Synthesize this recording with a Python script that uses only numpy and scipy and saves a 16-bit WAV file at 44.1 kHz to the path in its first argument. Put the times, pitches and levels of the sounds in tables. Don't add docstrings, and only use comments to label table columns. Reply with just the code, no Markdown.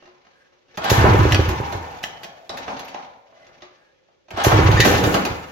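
import sys
import numpy as np
from scipy import signal
from scipy.fft import rfft, irfft, next_fast_len
from scipy.io import wavfile
from scipy.ndimage import uniform_filter1d

SR = 44100
rng = np.random.default_rng(int(sys.argv[2]) if len(sys.argv) > 2 else 0)


def wrap_up_sound(samples):
    columns = np.atleast_2d(samples).T
    tamed = np.clip(columns, -1, 1)
    steps = np.round(tamed * 32767).astype(np.int16)
    wavfile.write(sys.argv[1], SR, steps)


N = 242991
TIME = np.arange(N) / SR


def pistons():
    radiation = signal.butter(4, 40, "high", fs=SR, output="sos")
    return signal.sosfilt(radiation, closed_cylinder() + open_cylinder() + crankcase())


# (time [s], level [dB], pitch [Hz], length [s], swell [s])
BOOMS = [(0.785, -35.5, 93.5, 0.064, 0.0044), (0.979, -4, 94, 0.06, .004),
         (1.088, -2.5, 102.8, 0.082, 0.017), (1.19, -4, 100, 0.074, 0.0023),
         (1.315, -7.5, 97.9, .093, 0.0039), (1.48, -7.5, 80.4, .058, 0.0046),
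         (1.748, -19.5, 87, 0.067, 0.0067), (4.337, -28, 86, 0.06, 0.0035),
         (4.527, -5.5, 100.9, 0.11, 0.0035), (4.633, -5, 103.5, 0.087, 0.012),
         (4.741, -6.5, 93.3, 0.051, 0.0048), (4.879, -13, 87, 0.084, .01),
         (5.065, -13.5, 85.6, .047, 0.0036)]
# (frequency [Hz], width [Hz], gain [dB])
EXHAUST_PEAKS = [(317.6, 27, 2), (384, 25, -7.5)]
# (frequency [Hz], gain [dB], t60 [s])
PIPE_MODES = [(60.5, -16, 0.35), (65, -9.5, 0.19), (77.7, -6.5, 0.69), (104, -24, 1)]
def closed_cylinder(sag=0.25, sag_s=0.022, third_db=-25, flutter=0.13, growl_db=-18):
    booms, flow, age = np.zeros(N), np.zeros(N), TIME[:SR // 5]
    for s, db, hz, length_s, swell_s in BOOMS:
        pitch_hz = hz * (1 + sag * (np.exp(-age / sag_s) - .25))
        phase = 2 * np.pi * np.cumsum(pitch_hz) / SR
        envelope = from_db(db) * (1 - np.exp(-age / swell_s)) * np.exp(-(age / length_s) ** 2)
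        span = slice(int(s * SR), int(s * SR) + len(age))
        booms[span] += envelope * (np.sin(phase) + from_db(third_db) * np.sin(3 * phase))
        flow[span] += envelope
    growl = from_db(growl_db) * flow * resonate(rng.standard_normal(N), EXHAUST_PEAKS)
    pipe = strike(*np.transpose(BOOMS)[:2], PIPE_MODES)
    return booms * (1 + flutter * drift(160)) + growl + pipe


# (time [s], gulp [dB], knock [dB])
GULPS = [(0.917, -7.5, -6.5), (1.044, -6.5, -5), (1.146, -12, -6), (1.254, -8, -6.5), (1.394, -8, -8),
         (1.602, -18.5, -17), (4.469, -7, -4), (4.591, -8, -5.5), (4.691, -6, -7), (4.798, -5.5, -10),
         (4.943, -13.5, -13), (5.039, -14, -15), (5.147, -20, -22), (5.307, -21.5, -32)]
# (frequency [Hz], gain [dB], t60 [s])
CASE_MODES = [(202, -18.5, 0.018), (319.8, -15, 0.38), (397.5, 1, 0.072), (490, -5.5, 0.054),
              (490, -15, 0.033), (734, -20.5, 0.04)]
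# (frequency [Hz], density [dB])
THUD_SPECTRUM = [(55, -9.5), (130, -11), (370, -5), (520, -6.5), (900, -39)]
def open_cylinder(gulp_hz=110, swell_s=0.0079, fade_s=0.017):
    gulps = np.zeros(N)
    for s, db, _ in GULPS:
        age = TIME - s - .001
        envelope = np.exp(np.maximum(np.minimum(age / swell_s, -age / fade_s), -20))
        gulps += from_db(db) * envelope * np.sin(2 * np.pi * gulp_hz * age)
    s, gulp_db, knock_db = np.transpose(GULPS)
    pipe = strike(s, gulp_db, PIPE_MODES)
    knock = strike(s - .001, knock_db - 1.5, CASE_MODES)
    air = colour(bursts(s - .002, knock_db - 12.5, t60_s=0.029, rise_s=0.00082), THUD_SPECTRUM)
    return gulps + pipe - knock + air


def crank_speed(age, run_up_s=.225, full_speed_s=.08, let_go_s=.271, coast_s=.447):
    run_up = np.clip(1 + (age - full_speed_s) / run_up_s, 1e-4, 1)
    return run_up * np.exp(-np.maximum(age - let_go_s, 0) / coast_s)


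# (first stroke [s], spin noise trim [dB])
PULLS = [(0.912, 0.3), (4.459, 0.1)]
# (frequency [Hz], width [Hz], gain [dB])
CRANKCASE_PEAKS = [(53, 11, -8.5), (76, 5.7, 1), (131, 30, -1.5), (165, 40, -3)]
def crankcase(top_db=-21.5, speed_exponent=1.89, swell_s=0.063):
    speed = sum(crank_speed(TIME - s) * np.clip((TIME - s) / swell_s, 0, 1) for s, _ in PULLS)
    rumble = resonate(friction(900, spread_db=3.5, flutter_db=2), CRANKCASE_PEAKS)
    return from_db(top_db) * speed ** speed_exponent * rumble


# (level at top speed [dB], speed exponent)
SPIN_NOISE = [(-19.5, 1.49), (-32, 1.22), (-48, 1.1)]
# (time [s], level [dB])
SLIDES = [
    [(0.0, -60), (0.25, -64), (0.66, -67), (0.76, -49)],
    [(2.48, -67), (2.53, -41.5), (2.76, -42), (3.05, -50.5), (3.21, -62.5), (3.62, -54.5), (3.88, -67.5),
     (4.27, -76)],
]
# (whirr [dB], rasp [dB], hiss [dB])
SLIDE_NOISE = (0, -4, -31.5)
# (whirr [dB], rasp [dB], hiss [dB])
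SHUDDER_NOISE = (-9, -18.5, -26.5)
def rubbing_levels_db():
    top_db, exponent = np.transpose(SPIN_NOISE)[:, :, None]
    parts_db = []
    for s, trim_db in PULLS:
        speed_db = 20 * np.log10(crank_speed(TIME - s))
        take_up_db = -166 * np.clip(s - TIME, 0, 1)
        parts_db.append(top_db + trim_db + exponent * speed_db + take_up_db)
    parts_db += [np.array(SLIDE_NOISE)[:, None] + curve_db(slide) for slide in SLIDES]
    parts_db += [np.array(SHUDDER_NOISE)[:, None] + curve_db(SHUDDER)]
    return 10 * np.log10(sum(from_db(db) ** 2 for db in parts_db))


# (frequency [Hz], density [dB])
WHIRR_SPECTRUM = [(50, 3), (110, 3.5), (230, -7.5), (350, -4.5), (550, -15.5), (800, -9), (1300, -6),
                  (1800, -13.5), (2800, -17.5)]
RASP_SPECTRUM = [(1000, -17), (1700, 0.5), (2700, -1), (3900, -5), (5000, -7.5), (6500, -9.5), (7600, -37),
                 (10000, -39.5)]
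HISS_SPECTRUM = [(5500, -4.5), (7000, 5), (8200, -11), (10500, -5), (13200, -1.5), (15500, -6)]
# (frequency [Hz], width [Hz], gain [dB])
HOUSING_PEAKS = [(363.4, 12, 0), (501, 29, 3), (622.7, 8.9, 0), (729, 23, 0), (846, 67, -2.5),
                 (1002, 8.4, -2.5), (1405, 82, -14), (1780, 73, -6.5)]
def rubbing():
    whirr_db, rasp_db, hiss_db = rubbing_levels_db()
    whirr = colour(friction(5000, spread_db=0, flutter_db=3.5), WHIRR_SPECTRUM)
    housing = resonate(friction(1500, spread_db=3.5, flutter_db=4), HOUSING_PEAKS)
    rasp = colour(friction(2500, spread_db=3, flutter_db=6), RASP_SPECTRUM)
    hiss = colour(friction(11000, spread_db=-0.5, flutter_db=3), HISS_SPECTRUM)
    return (from_db(whirr_db + 1) * whirr + from_db(whirr_db - 4) * housing
            + from_db(rasp_db + 2.5) * rasp + from_db(hiss_db + 4) * hiss)


# (time [s], body [dB], crack [dB])
CLACKS = [(0.7724, -22, -18), (0.841, -20, -14.5), (0.8979, -18, -3), (1.0482, -8.5, -26),
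          (1.058, -11, -26), (1.4877, -23, -18.5), (1.7237, -24.5, -21), (2.571, -36, -20),
          (2.583, -43, -29), (2.792, -37, -23), (2.88, -44, -27.5), (4.305, -31.5, -27),
          (4.371, -21.5, -23), (4.4442, -15.5, -4), (4.515, -9.5, -13.5), (4.713, -17, -12.5),
          (4.801, -58, 1), (4.8487, -13.5, -3), (4.981, -26, -15.5), (5.037, -17, -9), (5.141, -13.5, -5.5),
          (5.162, -22.5, -21), (5.25, -21, -10)]
# (time [s], pawl ring [dB], cup ring [dB], crack [dB], scrape [dB])
PAWL_HITS = [(1.321, -13.5, -38, -9, -53), (1.3452, -16, -19, -11.5, -47), (2.029, -57, -42, -21, -35),
             (2.038, -21, -50, -22, -41.5), (2.232, -43, -46, -22.5, -58), (2.242, -37, -50, -28, -60)]
# (frequency [Hz], density [dB])
KNOCK_SPECTRUM = [(300, -20.5), (560, -1), (760, 0.5), (1050, -3), (1450, -8), (2400, -23)]
def starter_clacks(pawl_body_db=-14.5):
    pawl_clacks = [(s, db + pawl_body_db, db) for s, _, _, db, _ in PAWL_HITS]
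    s, body_db, crack_db = np.transpose(CLACKS + pawl_clacks)
    thud = colour(bursts(s, body_db - 6, t60_s=0.3, rise_s=0.003), THUD_SPECTRUM)
    clack = colour(bursts(s, body_db + 7, t60_s=0.083, rise_s=0.0029), KNOCK_SPECTRUM)
    crack = colour(bursts(s, crack_db - 3, t60_s=0.041, rise_s=0.0012), RASP_SPECTRUM)
    tick = colour(bursts(s, crack_db - 12, t60_s=0.022, rise_s=0.0011), HISS_SPECTRUM)
    pawl_s, *_, scrape_db = np.transpose(PAWL_HITS)
    scrape = colour(bursts(pawl_s, scrape_db, t60_s=0.078, rise_s=0.002), HISS_SPECTRUM)
    return thud + clack + crack + tick + scrape


# (frequency [Hz], gain [dB], t60 [s])
PAWL_MODES = [(1755, -9, .12), (2024, -2, .04), (2520, -4, .03), (2805, 0, .025), (2965, -17.5, .36),
              (3020, -.5, .03), (3048, -16, .36), (3180, -5, .035), (3850, -7, .02), (5700, -8, .06)]
CUP_MODES = [(1475, -1.5, 0.22), (1684, -4, 0.18), (2180, 1.5, .07), (2517, -3, .14), (3330, -5, .1),
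             (4540, 0.5, .06), (4610, -10.5, .14), (5780, -11.5, .1)]
def pawls(skid_s=0.00077):
    s, pawl_db, cup_db, _, _ = np.transpose(PAWL_HITS)
    age = TIME[:SR // 8]
    skid = rng.standard_normal(len(age)) * age * np.exp(-age / skid_s)
    white_skid = irfft(flatten(rfft(skid)))[:len(age) // 2]
    ringing = strike(s, pawl_db, PAWL_MODES) + strike(s, cup_db, CUP_MODES)
    return signal.fftconvolve(ringing, white_skid)[:N]


# (time from first stroke [s], strand rate [1/s], level [dB])
ROPE_RUN = [(-.14, 550, -45.5), (-.06, 740, -19), (.065, 1000, -22.5), (.2, 1050, -37), (.39, 900, -50.5),
            (.55, 780, -64)]
def rope(jitter=.13):
    pulls = [[(s + age, per_s, db) for age, per_s, db in ROPE_RUN] for s, _ in PULLS]
    per_s, db = in_time(np.vstack(pulls))
    pulling = sum((TIME > pull[0][0]) & (TIME < pull[-1][0]) for pull in pulls)
    strands = np.floor(np.cumsum(per_s * (1 + jitter * drift(500))) / SR)
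    ticks = np.diff(strands, prepend=0) * (1 + rng.standard_normal(N))
    peaks = [(780, 490, 6.5), (1696, 1070, 1.0), (3020, 1200, -1.5), (4200, 3000, -13)]
    return pulling * from_db(db) * resonate(ticks, peaks)


# (time [s], level [dB])
SHUDDER = [(4.845, -23), (4.858, -7.5), (4.935, -11), (4.97, -14.5), (5.016, -16.5), (5.036, -11.5),
           (5.102, -16), (5.17, -18.5), (5.51, -47)]
# (frequency [Hz], width [Hz], gain [dB])
PANEL_PEAKS = [(184.3, 24, 4.5), (272.6, 56, 5), (344, 74, 5), (400, 48, 4), (485, 70, -0.5),
               (590, 58, -5.5), (650, 25, -6.5)]
def panels():
    level_db = np.interp(TIME, *np.transpose(SHUDDER), left=-120) - 5
    return from_db(level_db) * resonate(friction(2000, spread_db=1.5, flutter_db=2), PANEL_PEAKS)


# (time [s], level [dB], t60 [s])
SPURTS = [(0.897, -22.5, 0.34), (1.487, -26, 0.038), (4.436, -19.5, 0.25), (4.843, -24, 0.37)]
# (frequency [Hz], density [dB])
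AIR_SPECTRUM = [(1500, -12.5), (3700, -7), (6300, 13), (8000, -5), (11000, 1), (13300, 9), (15500, -14)]
def gauge_valve():
    return colour(bursts(*np.transpose(SPURTS), rise_s=0.0015), AIR_SPECTRUM)


# (time [s], level [dB])
FITTING_HITS = [(4.712, -46), (4.7745, -29.5), (4.803, -19)]
# (frequency [Hz], gain [dB], t60 [s])
FITTING_MODES = [(1813, 9, .2), (1942, 10, .2), (2078, -3, .31), (2348, -3, .35), (3700, 3.5, .15),
                 (4767, 3, .07), (6480, 0, .06), (6912, -1, .17)]
def gauge_fitting():
    return from_db(-3) * strike(*np.transpose(FITTING_HITS), FITTING_MODES)


# (time [s], level [dB])
TINGS = [(0.842, -24), (1.486, -33), (1.499, -66), (2.8484, -37.5)]
# (frequency [Hz], gain [dB], t60 [s])
TING_MODES = [(12800, -2, .06), (13050, -2, .1), (13300, -1, 0.07), (13600, -7, .06)]
def high_tings():
    return from_db(-12.5) * strike(*np.transpose(TINGS), TING_MODES)


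# (time [s], pitch [Hz], level [dB])
COASTING = [(1.35, 1060, -50), (1.55, 928, -26), (1.85, 831, -33.5), (2.1, 755.4, -39.5), (2.45, 690, -47),
            (3.0, 682, -61), (3.4, 654, -47), (3.8, 578, -67.5), (4.0, 555, -82)]
def coasting(width_hz=170):
    hz, db = in_time(COASTING)
    phase = 2 * np.pi * np.cumsum(hz) / SR
    whirr = drift(width_hz * 2) * np.cos(phase) + drift(width_hz * 2) * np.sin(phase)
    spinning = (TIME > COASTING[0][0]) & (TIME < COASTING[-1][0])
    return spinning * from_db(db - 4.5) * unit_rms(whirr)


# (time [s], level [dB])
SNAP_HITS = [(2.494, -30)]
# (frequency [Hz], gain [dB], t60 [s])
SNAP_MODES = [(3930, 7.5, 0.016), (4630, 7, 0.008), (5200, 5, 0.01), (5760, -20, .006), (7100, -28, .004)]
def rope_snap():
    return strike(*np.transpose(SNAP_HITS), SNAP_MODES)


# (time [s], level [dB])
REWIND = [(2.49, -71), (2.505, -31.5), (2.65, -40.5), (2.70, -27.5), (2.85, -43.5), (3.0, -44), (3.2, -58)]
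# (frequency [Hz], width [Hz], gain [dB])
SPOOL_PEAKS = [(80, 30, -9), (112, 23, -8), (185, 30, -7), (270, 26, -5), (479, 100, -10), (587, 76, -4.5),
               (750, 55, -0.5), (953, 160, -7)]
def spool():
    rattle = resonate(friction(500, spread_db=-4, flutter_db=-2), SPOOL_PEAKS)
    return from_db(curve_db(REWIND, outside_db=-120)) * rattle


# (time [s], body [dB], crack [dB], hood ring [dB])
HANDLE_KNOCKS = [(0.023, -47.5, -51, -46), (0.055, -61, -44, -44.5), (0.072, -47, -49, -55),
                 (0.248, -58, -49.5, -62), (0.266, -51, -48, -71), (0.52, -56, -65, -61),
                 (0.682, -61, -53.5, -58.5), (2.494, -28, -26.5, -56), (2.679, -25, -27.5, -42),
                 (2.766, -35.5, -29, -56), (2.943, -28, -30, -52), (2.988, -36.5, -39, -65),
                 (3.324, -50, -65, -60), (3.466, -49, -43, -54), (3.6203, -38, -33.5, -44),
                 (4.082, -58, -75, -66), (4.2825, -44.5, -43.5, -52)]
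# (frequency [Hz], gain [dB], t60 [s])
HOOD_MODES = [(362, -2, 0.33), (606, -5, 0.067), (804, -2.5, 0.06), (1260, -8, 0.23), (1910, -11, 0.11),
              (2780, -7, 0.076)]
def handle():
    s, body_db, crack_db, ring_db = np.transpose(HANDLE_KNOCKS)
    thud = colour(bursts(s, body_db - 3.5, t60_s=0.073, rise_s=0.0012), THUD_SPECTRUM)
    knock = colour(bursts(s, body_db + 6, t60_s=0.071, rise_s=0.0015), KNOCK_SPECTRUM)
    click = colour(bursts(s, crack_db - 1.5, t60_s=0.049, rise_s=0.00037), RASP_SPECTRUM)
    return thud + knock + click + strike(s, ring_db, HOOD_MODES)


# (centre [s], half length [s], pitch [Hz], level [dB])
RUBS = [(.4, 0.064, 1640, -58.5), (3.434, 0.088, 2010, -59.5), (3.824, 0.091, 1655, -62)]
def rope_rubs(width_hz=100):
    rubs = np.zeros(N)
    for s, half_s, hz, db in RUBS:
        envelope = from_db(db) * np.exp(-((TIME - s) / half_s) ** 2)
        rubs += envelope * resonate(rng.standard_normal(N), [(hz, width_hz, 0)])
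    return rubs


# (frequency [Hz], density [dB])
ROOM_TONE_SPECTRUM = [(40, -8.5), (110, -8), (230, -11.5), (360, -2), (440, -4.5), (540, 4), (730, -20.5),
                      (1000, -20), (3000, -17), (6500, -25.5), (8500, -46.5), (15000, -51.5)]
def room_tone(level_db=-64):
    return from_db(level_db) * colour(rng.standard_normal((2, N)), ROOM_TONE_SPECTRUM)


# (frequency [Hz], t60 [s])
GARAGE_T60 = [(150, 0.49), (700, 0.72), (3000, 0.57), (7000, 0.26), (14000, 0.12)]
# (frequency [Hz], correlation)
CORRELATION = [(100, 1), (250, 0.91), (500, 0.5), (1000, -0.24), (3000, 0.039), (12000, -0.13)]
def garage(x, direct, bay_t60_s, tail_db, width=1):
    age = TIME[:SR // 2]
    hz = np.arange(len(age) // 2 + 1) * SR / len(age)
    centres_hz = np.geomspace(60, 16000, 9)
    white, echoes = rng.standard_normal((2, len(age))), 0
    for centre_hz, band in zip(centres_hz, np.eye(len(centres_hz))):
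        bay = from_db(-60 * age / bay_t60_s)
        tail = from_db(tail_db - 60 * age / at_hz(GARAGE_T60, centre_hz))
        echoes = echoes + np.interp(hz, centres_hz, band) * rfft(white * (bay + tail))
    mid, side = flatten(echoes)
    near = direct * (1 + (350 / (hz + 20)) ** 2)
    alike = np.clip(at_hz(CORRELATION, hz), -.95, .999)
    common = np.sqrt(1 + alike) * flatten(near + mid)
    opposed = width * np.sqrt(1 - alike) * side * [[1], [-1]]
    response = irfft(flatten(common + opposed))[:, :len(age) * 4 // 5]
    return signal.fftconvolve(x[None], response, axes=1)[:, :N]


def from_db(db):
    return 10 ** (np.asarray(db) / 20)


def unit_rms(x):
    return x / np.sqrt(np.mean(x ** 2) + 1e-20)


def in_time(rows):
    s, *columns = np.transpose(rows)
    return [np.interp(TIME, s, column) for column in columns]


def curve_db(rows, outside_db=-140):
    return np.interp(TIME, *np.transpose(rows), left=outside_db, right=outside_db)


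def at_hz(rows, hz):
    row_hz, values = np.transpose(rows)
    return np.interp(np.log(np.maximum(hz, 1)), np.log(row_hz), values)


def flatten(spectrum):
    return spectrum / np.sqrt(uniform_filter1d(uniform_filter1d(abs(spectrum) ** 2, size=60), size=60))


def colour(x, spectrum):
    size = 2 * next_fast_len(N)
    hz = np.arange(size // 2 + 1) * SR / size
    (low_hz, low_db), (high_hz, high_db) = spectrum[0], spectrum[-1]
    skirted = [(low_hz / 2, low_db - 30), *spectrum, (high_hz * 2, high_db - 30)]
    cepstrum = irfft(np.log(unit_rms(from_db(at_hz(skirted, hz)))))
    cepstrum[1:size // 2] *= 2
    cepstrum[size // 2 + 1:] = 0
    return irfft(rfft(x, size) * np.exp(rfft(cepstrum)))[..., :N]


def drift(rate_hz):
    return np.interp(TIME * rate_hz, np.arange(4000), rng.standard_normal(4000))


def resonate(x, peaks):
    total = np.zeros(N)
    for k, (hz, width_hz, db) in enumerate(peaks):
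        b, a = signal.iirpeak(hz, hz / max(width_hz, 10), SR)
        total += (-1) ** k * from_db(db) * signal.lfilter(b, a, x)
    return unit_rms(total)


def strike(times_s, levels_db, modes):
    total = np.zeros(N)
    starts = (np.asarray(times_s) * SR).astype(int)
    for hz, db, t60_s in modes:
        clicks = np.zeros(N)
        clicks[starts] = from_db(levels_db + db + rng.standard_normal(len(starts)))
        radius, angle = from_db(-60 / (t60_s * SR)), 2 * np.pi * hz / SR
        feedback = [1, -2 * radius * np.cos(angle), radius * radius]
        total += signal.lfilter([0, np.sin(angle)], feedback, clicks + 1e-18)
    return total


def bursts(times_s, levels_db, t60_s, rise_s):
    power, age = np.zeros(N), TIME[:SR // 2]
    for s, db, decay_s in zip(times_s, levels_db, np.broadcast_to(t60_s, len(times_s))):
        envelope = from_db(db - 60 * age / decay_s) * (1 - np.exp(-age / rise_s))
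        start = int(s * SR)
        power[start:start + len(age)] += envelope[:N - start] ** 2
    return np.sqrt(power) * rng.standard_normal(N)


def friction(per_s, spread_db, flutter_db):
    slips = (rng.random(N) < per_s / SR) * rng.choice([-1, 1], N)
    size_db = spread_db * np.minimum(rng.exponential(1, N), 4)
    clump_db = flutter_db * np.clip(drift(110), -2, 1)
    return unit_rms(slips * from_db(size_db + clump_db))


def scene():
    engine = garage(pistons(), direct=2.2, bay_t60_s=.09, tail_db=-12, width=.6)
    body = garage(panels(), direct=.8, bay_t60_s=.068, tail_db=-13)
    turning = rubbing() + rope() + coasting() + spool() + rope_rubs()
    starter = garage(turning, direct=.6, bay_t60_s=.03, tail_db=-19.5)
    transients = starter_clacks() + rope_snap() + handle() + gauge_valve()
    contacts = garage(transients, direct=.91, bay_t60_s=.037, tail_db=-9.5)
    ringing = pawls() + gauge_fitting() + high_tings()
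    metal = garage(ringing, direct=1.8, bay_t60_s=.025, tail_db=-16, width=.6)
    return engine + body + starter + contacts + metal + room_tone()


def record(dry):
    ceiling, cutoff_hz = 1.4, 15900
    rounded = ceiling * np.tanh(dry / ceiling)
    return signal.sosfilt(signal.ellip(10, .2, 80, cutoff_hz, fs=SR, output="sos"), rounded)


dry = scene()
out = record(dry)
wrap_up_sound(out)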